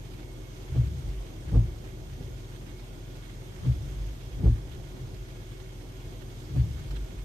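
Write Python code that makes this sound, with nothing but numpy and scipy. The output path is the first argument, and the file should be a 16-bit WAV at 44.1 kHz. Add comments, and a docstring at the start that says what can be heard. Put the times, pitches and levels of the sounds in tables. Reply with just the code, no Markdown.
"""Inside a car idling in the rain at night, the wipers make a sweep every few seconds.
The blades flip with a thud as they set off and at the top: runs of slips ring the body, and rubber slaps the glass.
Between flips the rubber drags as filtered noise and the arm judders as gliding sines.
The engine hums in sines, a blower whirs in narrow noise bands, and rain is a wash of shaped noise
with small and large drops, over a low cabin rumble."""
import sys
import numpy as np
from scipy import signal
from scipy.fft import rfft, irfft
from scipy.io import wavfile
from scipy.ndimage import uniform_filter1d

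SR = 44100
rng = np.random.default_rng(int(sys.argv[2]) if len(sys.argv) > 2 else 0)


def master_out(mix):
    """Clip the mix to full scale and print it as 16-bit PCM to the path in sys.argv[1]."""
    frames = np.transpose(np.atleast_2d(mix))
    ceiling = np.clip(frames, -1, 1)
    pcm = np.round(ceiling * 32767).astype(np.int16)
    wavfile.write(sys.argv[1], SR, pcm)


N = 319408  # length in samples

# All levels are mix levels, ahead of the tone shaping in record().
# Ringing modes of dash, glass and cabin: (f/Hz, t60/s, first swing before force, negative = inward)
BODY_MODES = [(48.85, .366, .086), (69.2, .415, -.2255), (109.3, .243, -.169), (117.9, .114, .384),
              (139.4, .157, -.064), (247.9, .25, .0126)]
# A flip rolls along the blade as a run of slips, one table per kind: setting off, turning, a soft extra slap:
# (slips, spacing t/s, index of strongest slip, spread in slips, direction,
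#  slap peak t/s after the first slip, slap width t/s at 300 Hz)
SET_OFF = (5, .0073, 7.68, 6.68, -1, .005, .012)
TURN = (5, .019, 2.34, 1.11, 1, .046, .026)
SOFT_SLAP = (2, .019, .5, 1.5, -1, .01, .02)
PARK = SOFT_SLAP  # only a label in the next table: a soft extra slap, with the turn or late in the return
# When the blades flip, and how hard:
# (kind, t/s, force level/dB, slap level/dB, slap brightness dB per octave, water hiss level/dB)
FLIPS = [(SET_OFF, .7583, -2.9, -36, .6, -52), (TURN, 1.5117, 0.0108, -30.5, -1.2, -50.5),
         (PARK, 2.2, -30, -44.5, -1.5, -68), (SET_OFF, 3.6582, -3.4, -35.5, -0.76, -51),
         (TURN, 4.4163, .01, -31, -1.2, -50.5), (PARK, 4.4, -28, -44, -1.7, -59),
         (SET_OFF, 6.5588, -3.4, -35.5, -1.6, -58)]
# Resonances the slap rings in: (f/Hz, width f/Hz, level/dB at brightness 0)
SLAP_MODES = [(161, 47, 0), (250.4, 50, -3.5), (314, 49, -6), (447, 63, -8.5), (527, 71, -12.5),
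              (676, 80, -16.5), (825, 60, -20), (1172, 64, -24), (1380, 260, -27)]
# Resonances the dragged rubber excites: (f/Hz, width f/Hz, relative level/dB)
DRAG_MODES = [(69, 14, 1), (110.7, 22.4, -2), (129.2, 31, 0), (163.6, 22, -13)]
# Drag over one sweep, hardest around the flips: (t/s after setting off, level/dB)
DRAG_ENVELOPE = [(-.07, -60), (-.055, -35), (0.0, -32), (.09, -31.5), (.18, -35.5), (.42, -43.5), (.5, -55),
                 (.68, -44), (.76, -32), (.87, -31), (.98, -45.5), (1.4, -41.5), (1.58, -48), (1.63, -67)]
# Bouts of arm judder on the way up, through the turn and late in the return stroke:
# (start t/s, stop t/s, mid-bout f/Hz, rms level/dB)
JUDDERS = [(0.968, 1.254, 48.5, -34), (1.398, 1.55, 48, -40), (2.201, 2.375, 47, -38.5),
           (3.849, 4.147, 48.5, -32.5), (4.22, 4.45, 51.3, -39), (5.102, 5.252, 45.5, -34),
           (6.832, 7.065, 49.1, -31.5), (7.098, 7.3, 49.9, -37.5)]
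JUDDER_BUILD_S, JUDDER_STOP_S, JUDDER_GLIDE_HZ_PER_S = .12, 0.039, 5.2

IDLE_HZ = 10.42  # mean crankshaft turns a second
# Engine hum partials: (multiple of crankshaft f, mean rms level/dB)
ENGINE_ORDERS = [(2, -60), (4, -43.5), (5, -55), (6, -62), (8, -61), (9, -62), (10, -50), (11, -60),
                 (12, -50), (14, -63)]
# Blower and engine-bay tones, slightly fuzzy: (f/Hz, width f/Hz, mean rms level/dB)
WHIR_TONES = [(177.5, 2.6, -67.5), (312.4, 11.2, -60.5), (358.3, 10.4, -60.5), (376.6, 24, -58.5),
              (527, 5.6, -72), (642, 22, -69), (1440, 6, -73.5), (2180, 31, -71), (5290, 37, -77.5)]

# Colour of the rain: (f/Hz, relative level/dB per Hz)
RAIN_COLOUR = [(290, -59.5), (500, -6), (569, -19), (629, -25), (706, -26), (770, -11), (1630, -9),
               (3390, -11), (5600, -16), (6560, -18), (8750, -20.5), (9810, -27.5), (11800, -19),
               (14300, -27), (15600, -41)]
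RAIN_DB = -57  # wash level between swishes
# Narrow resonances of the vents and the microphone housing, heard in the wash: (f/Hz, width f/Hz, level/dB)
HOUSING_MODES = [(3260, 370, 4.5), (5100, 95, 3.5), (5960, 123, 8), (6435, 93, 10.5), (6650, 94, 9),
                 (7140, 140, 6.5), (8460, 98, 6.5), (8750, 80, 8), (8900, 90, 9.5), (11630, 350, 2.5),
                 (12000, 210, 4.5), (12800, 90, 5), (14400, 200, -2)]
# Larger drops: (t/s, level/dB ahead of the attack)
BIG_DROPS = [(0.2279, -51), (1.3828, -56), (1.7784, -53), (2.0961, -52), (2.6694, -56), (3.2944, -48),
             (4.7094, -54), (5.2854, -68), (5.3253, -62), (5.5994, -57), (6.9062, -45), (6.9641, -48.5)]
# The rain swells while the blades push water up the glass; times run from setting off
SWISH_DB, SWISH_MID_S, SWISH_WIDTH_S = 1.5, 0.16, .4

# Colour of the cabin rumble: (f/Hz, relative level/dB per Hz)
RUMBLE_COLOUR = [(15, -15), (30, -15), (42, -17), (52, -14), (82, -9), (123, -7.5), (206, -14.5),
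                 (270, -14), (362, -14), (415, -18), (600, -23), (945, -29.5), (1500, -39.5), (3300, -100)]
RUMBLE_DB = -47

# Stereo image: (f/Hz, left-right likeness from -1 opposed to 1 identical)
LIKENESS = [(60, .97), (130, .92), (290, .72), (640, .5), (950, .05), (1400, -.38), (1900, -.2),
            (2400, -.02), (3100, -.15), (5000, .08), (6800, .2), (7600, -.03), (8800, .4), (9500, -.1)]
# Stereo balance: (f/Hz, left minus right level/dB)
LEFT_BALANCE = [(40, -.8), (60, .3), (110, 1.6), (250, .7), (500, -.7), (1000, -2.1), (2000, -3.5),
                (4000, -6.5), (8000, -6.8), (15000, -7.5)]
LEFT_LAG_S, LAG_FADES_HZ = 0.00039, 400  # the lag of the left side fades above this frequency
BASS_CUT_HZ, EDGE_HZ = 36, 15700


def flips():
    """Each slip kicks the body modes; the rubber slaps the glass and throws off water on the way."""
    t = np.arange(SR // 2) / SR
    out, sprays = np.zeros((2, N)), np.zeros(N)
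    ring = sum(swing * gain_of(-60 * t / t60) * np.sin(2 * np.pi * hz * t) for hz, t60, swing in BODY_MODES)
    for kind, s, force_db, slap_db, bright_db, hiss_db in FLIPS:
        slips, spacing, strongest, spread, direction, slap_s, slap_width_s = kind
        for k in range(slips):
            strength = np.exp(-((k - strongest) / spread) ** 2 / 2)
            add(out, s + k * spacing, direction * strength * gain_of(force_db) * ring)
        slap_at = s + slap_s
        add(out, slap_at - t[-1] / 2, slap(t, slap_width_s, slap_db, bright_db))
        spray = gain_of(hiss_db) * drop_envelope(t, 0.39, slap_width_s / 2)
        add(sprays, slap_at - slap_width_s, spray)
    hiss = noise(lambda hz: softened_rain(hz, 4.8), 1.3, 0.37, size=512)
    return out + hiss * sprays


def slap(t, width_s, level_db, bright_db):
    """Rubber on glass: gritty noise rings each mode under a swell that is briefer in the treble."""
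    grit = rng.standard_normal(len(t)) + 0.47 * rng.standard_normal((2, len(t)))
    out = np.zeros((2, len(t)))
    for hz, width, db in SLAP_MODES:
        swell = np.exp(-((t - t[-1] / 2) / width_s * (hz / 300) ** 0.39) ** 2 / 2)
        # matching the rms of the swell keeps the energy free of chance
        rung = evened(swell * resonate(grit, hz, width)) * np.sqrt(np.mean(swell ** 2))
        out += gain_of(level_db + db + bright_db * np.log2(hz / 250)) * rung
    return out


def sweeps():
    """The times at which the blades set off."""
    return [s for kind, s, *_ in FLIPS if kind is SET_OFF]


def strokes():
    """The dragged rubber rumbles in the higher body modes, alike on every sweep."""
    grit = rng.standard_normal(N) + 0.24 * rng.standard_normal((2, N))
    drag = evened(sum(gain_of(db) * evened(resonate(grit, hz, width)) for hz, width, db in DRAG_MODES))
    t = np.arange(N) / SR
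    after_s, level_db = np.transpose(DRAG_ENVELOPE)
    pressure = np.zeros(N)
    for s in sweeps():
        pressure += gain_of(np.interp(t - s, after_s, level_db, left=-np.inf, right=-np.inf))
    return drag * pressure


def judders():
    """The arm judders near the lowest body mode: it builds up, creeps upward and stops short."""
    out = np.zeros(N)
    for start, stop, hz, db in JUDDERS:
        t = np.arange(0, stop - start, 1 / SR)
        shape = np.clip(np.minimum(t / JUDDER_BUILD_S, t[::-1] / JUDDER_STOP_S), 0, 1)
        glide = hz + JUDDER_GLIDE_HZ_PER_S * (t - t[-1] / 2)
        turns = np.cumsum(glide) / SR + rng.random()
        add(out, start, np.sqrt(2) * gain_of(db) * shape * np.sin(2 * np.pi * turns))
    return out


def engine():
    """Low crankshaft orders as sines; idle speed and strength waver."""
    turns = np.cumsum(IDLE_HZ * (1 + 0.0039 * wander(SR // 2, count=N))) / SR
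    out = np.zeros(N)
    for order, db in ENGINE_ORDERS:
        level = np.sqrt(2) * gain_of(db + 0.77 * wander(SR // 8, count=N))
        out += level * np.sin(2 * np.pi * (order * turns + rng.random()))
    return out


def whir():
    """Narrow wavering bands of noise, as alike left and right as the cabin allows."""
    out = np.zeros((2, N))
    for hz, width, db in WHIR_TONES:
        right, own = rng.standard_normal((2, N))
        pair = resonate(np.array([left_of(right, own, hz), right]), hz, width)
        out += gain_of(db + 1.45 * wander(SR // 6, count=N)) * evened(pair)
    return out


def rain():
    """A flickering wash with small drops ticking on the roof and a few larger ones."""
    wash = noise(wash_colour, 0.79, 0.55, size=2048, ripple_db=-0.5)
    splash = noise(lambda hz: softened_rain(hz, 4.2), 2.3, .6, size=512)
    t = np.arange(2000) / SR
    # about 70 small drops a second on each side
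    drop_gain = gain_of(2.7 * np.minimum(rng.exponential(1, (2, N)), 3))
    ticks = drop_gain * (rng.random((2, N)) < 70. / SR)
    bursts = 0.47 * signal.oaconvolve(ticks, drop_envelope(t, 0.074, 0.0016)[None])[:, :N]
    big_drops = np.zeros(N)
    for s, db in BIG_DROPS:
        add(big_drops, s, gain_of(db) * drop_envelope(t, 0.052, 0.0022))
    time = np.arange(N) / SR
    swish = sum(np.exp(-((time - s - SWISH_MID_S) / SWISH_WIDTH_S) ** 2) for s in sweeps())
    level = gain_of(RAIN_DB + SWISH_DB * swish)
    return level * (wash + bursts * splash) + big_drops * splash


def wash_colour(hz):
    """Rain spectrum in dB with the narrow resonances on top."""
    return read(RAIN_COLOUR, hz) + sum(db / (1 + (2 * (hz - f) / w) ** 2) for f, w, db in HOUSING_MODES)


def softened_rain(hz, slope_db):
    """Rain spectrum in dB, bending down above 3 kHz towards slope_db per octave."""
    return read(RAIN_COLOUR, hz) - slope_db * np.log2(1 + hz / 3000)


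def rumble():
    """Low noise fills the cabin, nearly alike on both sides in the deep bass."""
    return gain_of(RUMBLE_DB) * noise(lambda hz: read(RUMBLE_COLOUR, hz), 1.5, 0.56, size=4096)


def noise(shape_db, patchy_db, flicker_db, size, ripple_db=0.03):
    """Stereo noise of rms 1 from random short-time spectra, with patches, a shared flicker and a fixed ripple."""
    frames, hz = 4 * N // size + 5, np.fft.rfftfreq(size, 1 / SR)
    a, b, c, d, patches = rng.standard_normal((frames, len(hz), 5)).T  # each is frequency by time
    patches = uniform_filter1d(patches, size // 40, 0)
    patches = evened(uniform_filter1d(patches, 8192 // size, 1))
    flicker = wander(4096 // size, count=frames) / (1 + (hz[:, None] / 5000) ** 4)  # the top treble stays smooth
    ripple = wander(size // 512, count=len(hz))[:, None]
    right = a + 1j * b
    spectra = np.array([left_of(right, c + 1j * d, hz[:, None]), right])
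    spectra *= gain_of(shape_db(hz)[:, None] + patchy_db * patches + flicker_db * flicker + ripple_db * ripple)
    return evened(signal.istft(spectra, nperseg=size, noverlap=3 * size // 4)[1][:, :N])


def left_of(right, own, hz):
    """Left noise from the right and its own, blended at constant power to the likeness at hz."""
    same = np.clip(read(LIKENESS, hz), -1, 1)
    return same * right + np.sqrt(1 - same ** 2) * own


def resonate(x, hz, width):
    """A resonance of gain 1, applied twice for steep flanks."""
    pole = np.exp((2j * np.pi * hz - np.pi * width) / SR)
    once = signal.lfilter([1 - abs(pole)], [1, -pole], x)
    return 2 * signal.lfilter([1 - abs(pole)], [1, -pole], once).real


def drop_envelope(t, t60, rise_s):
    """A soft attack with an exponential decay."""
    return gain_of(-60 * t / t60) * (1 - np.exp(-t / rise_s))


def wander(window, count):
    """Slow chance of rms 1: noise smoothed twice over a window of so many steps."""
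    once = uniform_filter1d(rng.standard_normal(count), window)
    return evened(uniform_filter1d(once, window))


def read(points, hz):
    """Reads a spectrum table on a log-frequency axis."""
    f, value = np.transpose(points)
    return np.interp(np.log(hz + 1), np.log(f + 1), value)


def gain_of(db):
    """Decibels to a factor."""
    return 10 ** (np.asarray(db) / 20)


def evened(x):
    """Scales to rms 1."""
    return x / np.sqrt(np.mean(x ** 2) + 1e-20)


def add(mix, s, sound):
    """Mixes a sound in from time s, cut off at the end of the mix."""
    part = mix[..., round(s * SR):][..., :sound.shape[-1]]
    part += sound[..., :part.shape[-1]]


def scene():
    """Wipers up front, then engine and blower, with rain and rumble behind."""
    return flips() + strokes() + judders() + engine() + whir() + rain() + rumble()


def record(dry):
    """Bass cut; the left side has less treble, and its bass comes slightly later; then the band limit."""
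    hz = np.fft.rfftfreq(N, 1 / SR)
    tilt = gain_of(read(LEFT_BALANCE, hz) / 2)  # half the balance on each side
    lag = np.exp(-2j * np.pi * hz * LEFT_LAG_S / (1 + (hz / LAG_FADES_HZ) ** 2))
    bass_cut = 1 / np.sqrt(1 + (BASS_CUT_HZ / (hz + 1)) ** 8)
    sides = irfft(rfft(dry) * [tilt * lag, 1 / tilt] * bass_cut, N)
    low_pass = signal.firwin(1023, EDGE_HZ, window=("kaiser", 9), fs=SR)
    return signal.oaconvolve(sides, low_pass[None], "same")


dry = scene()
out = record(dry)
master_out(out)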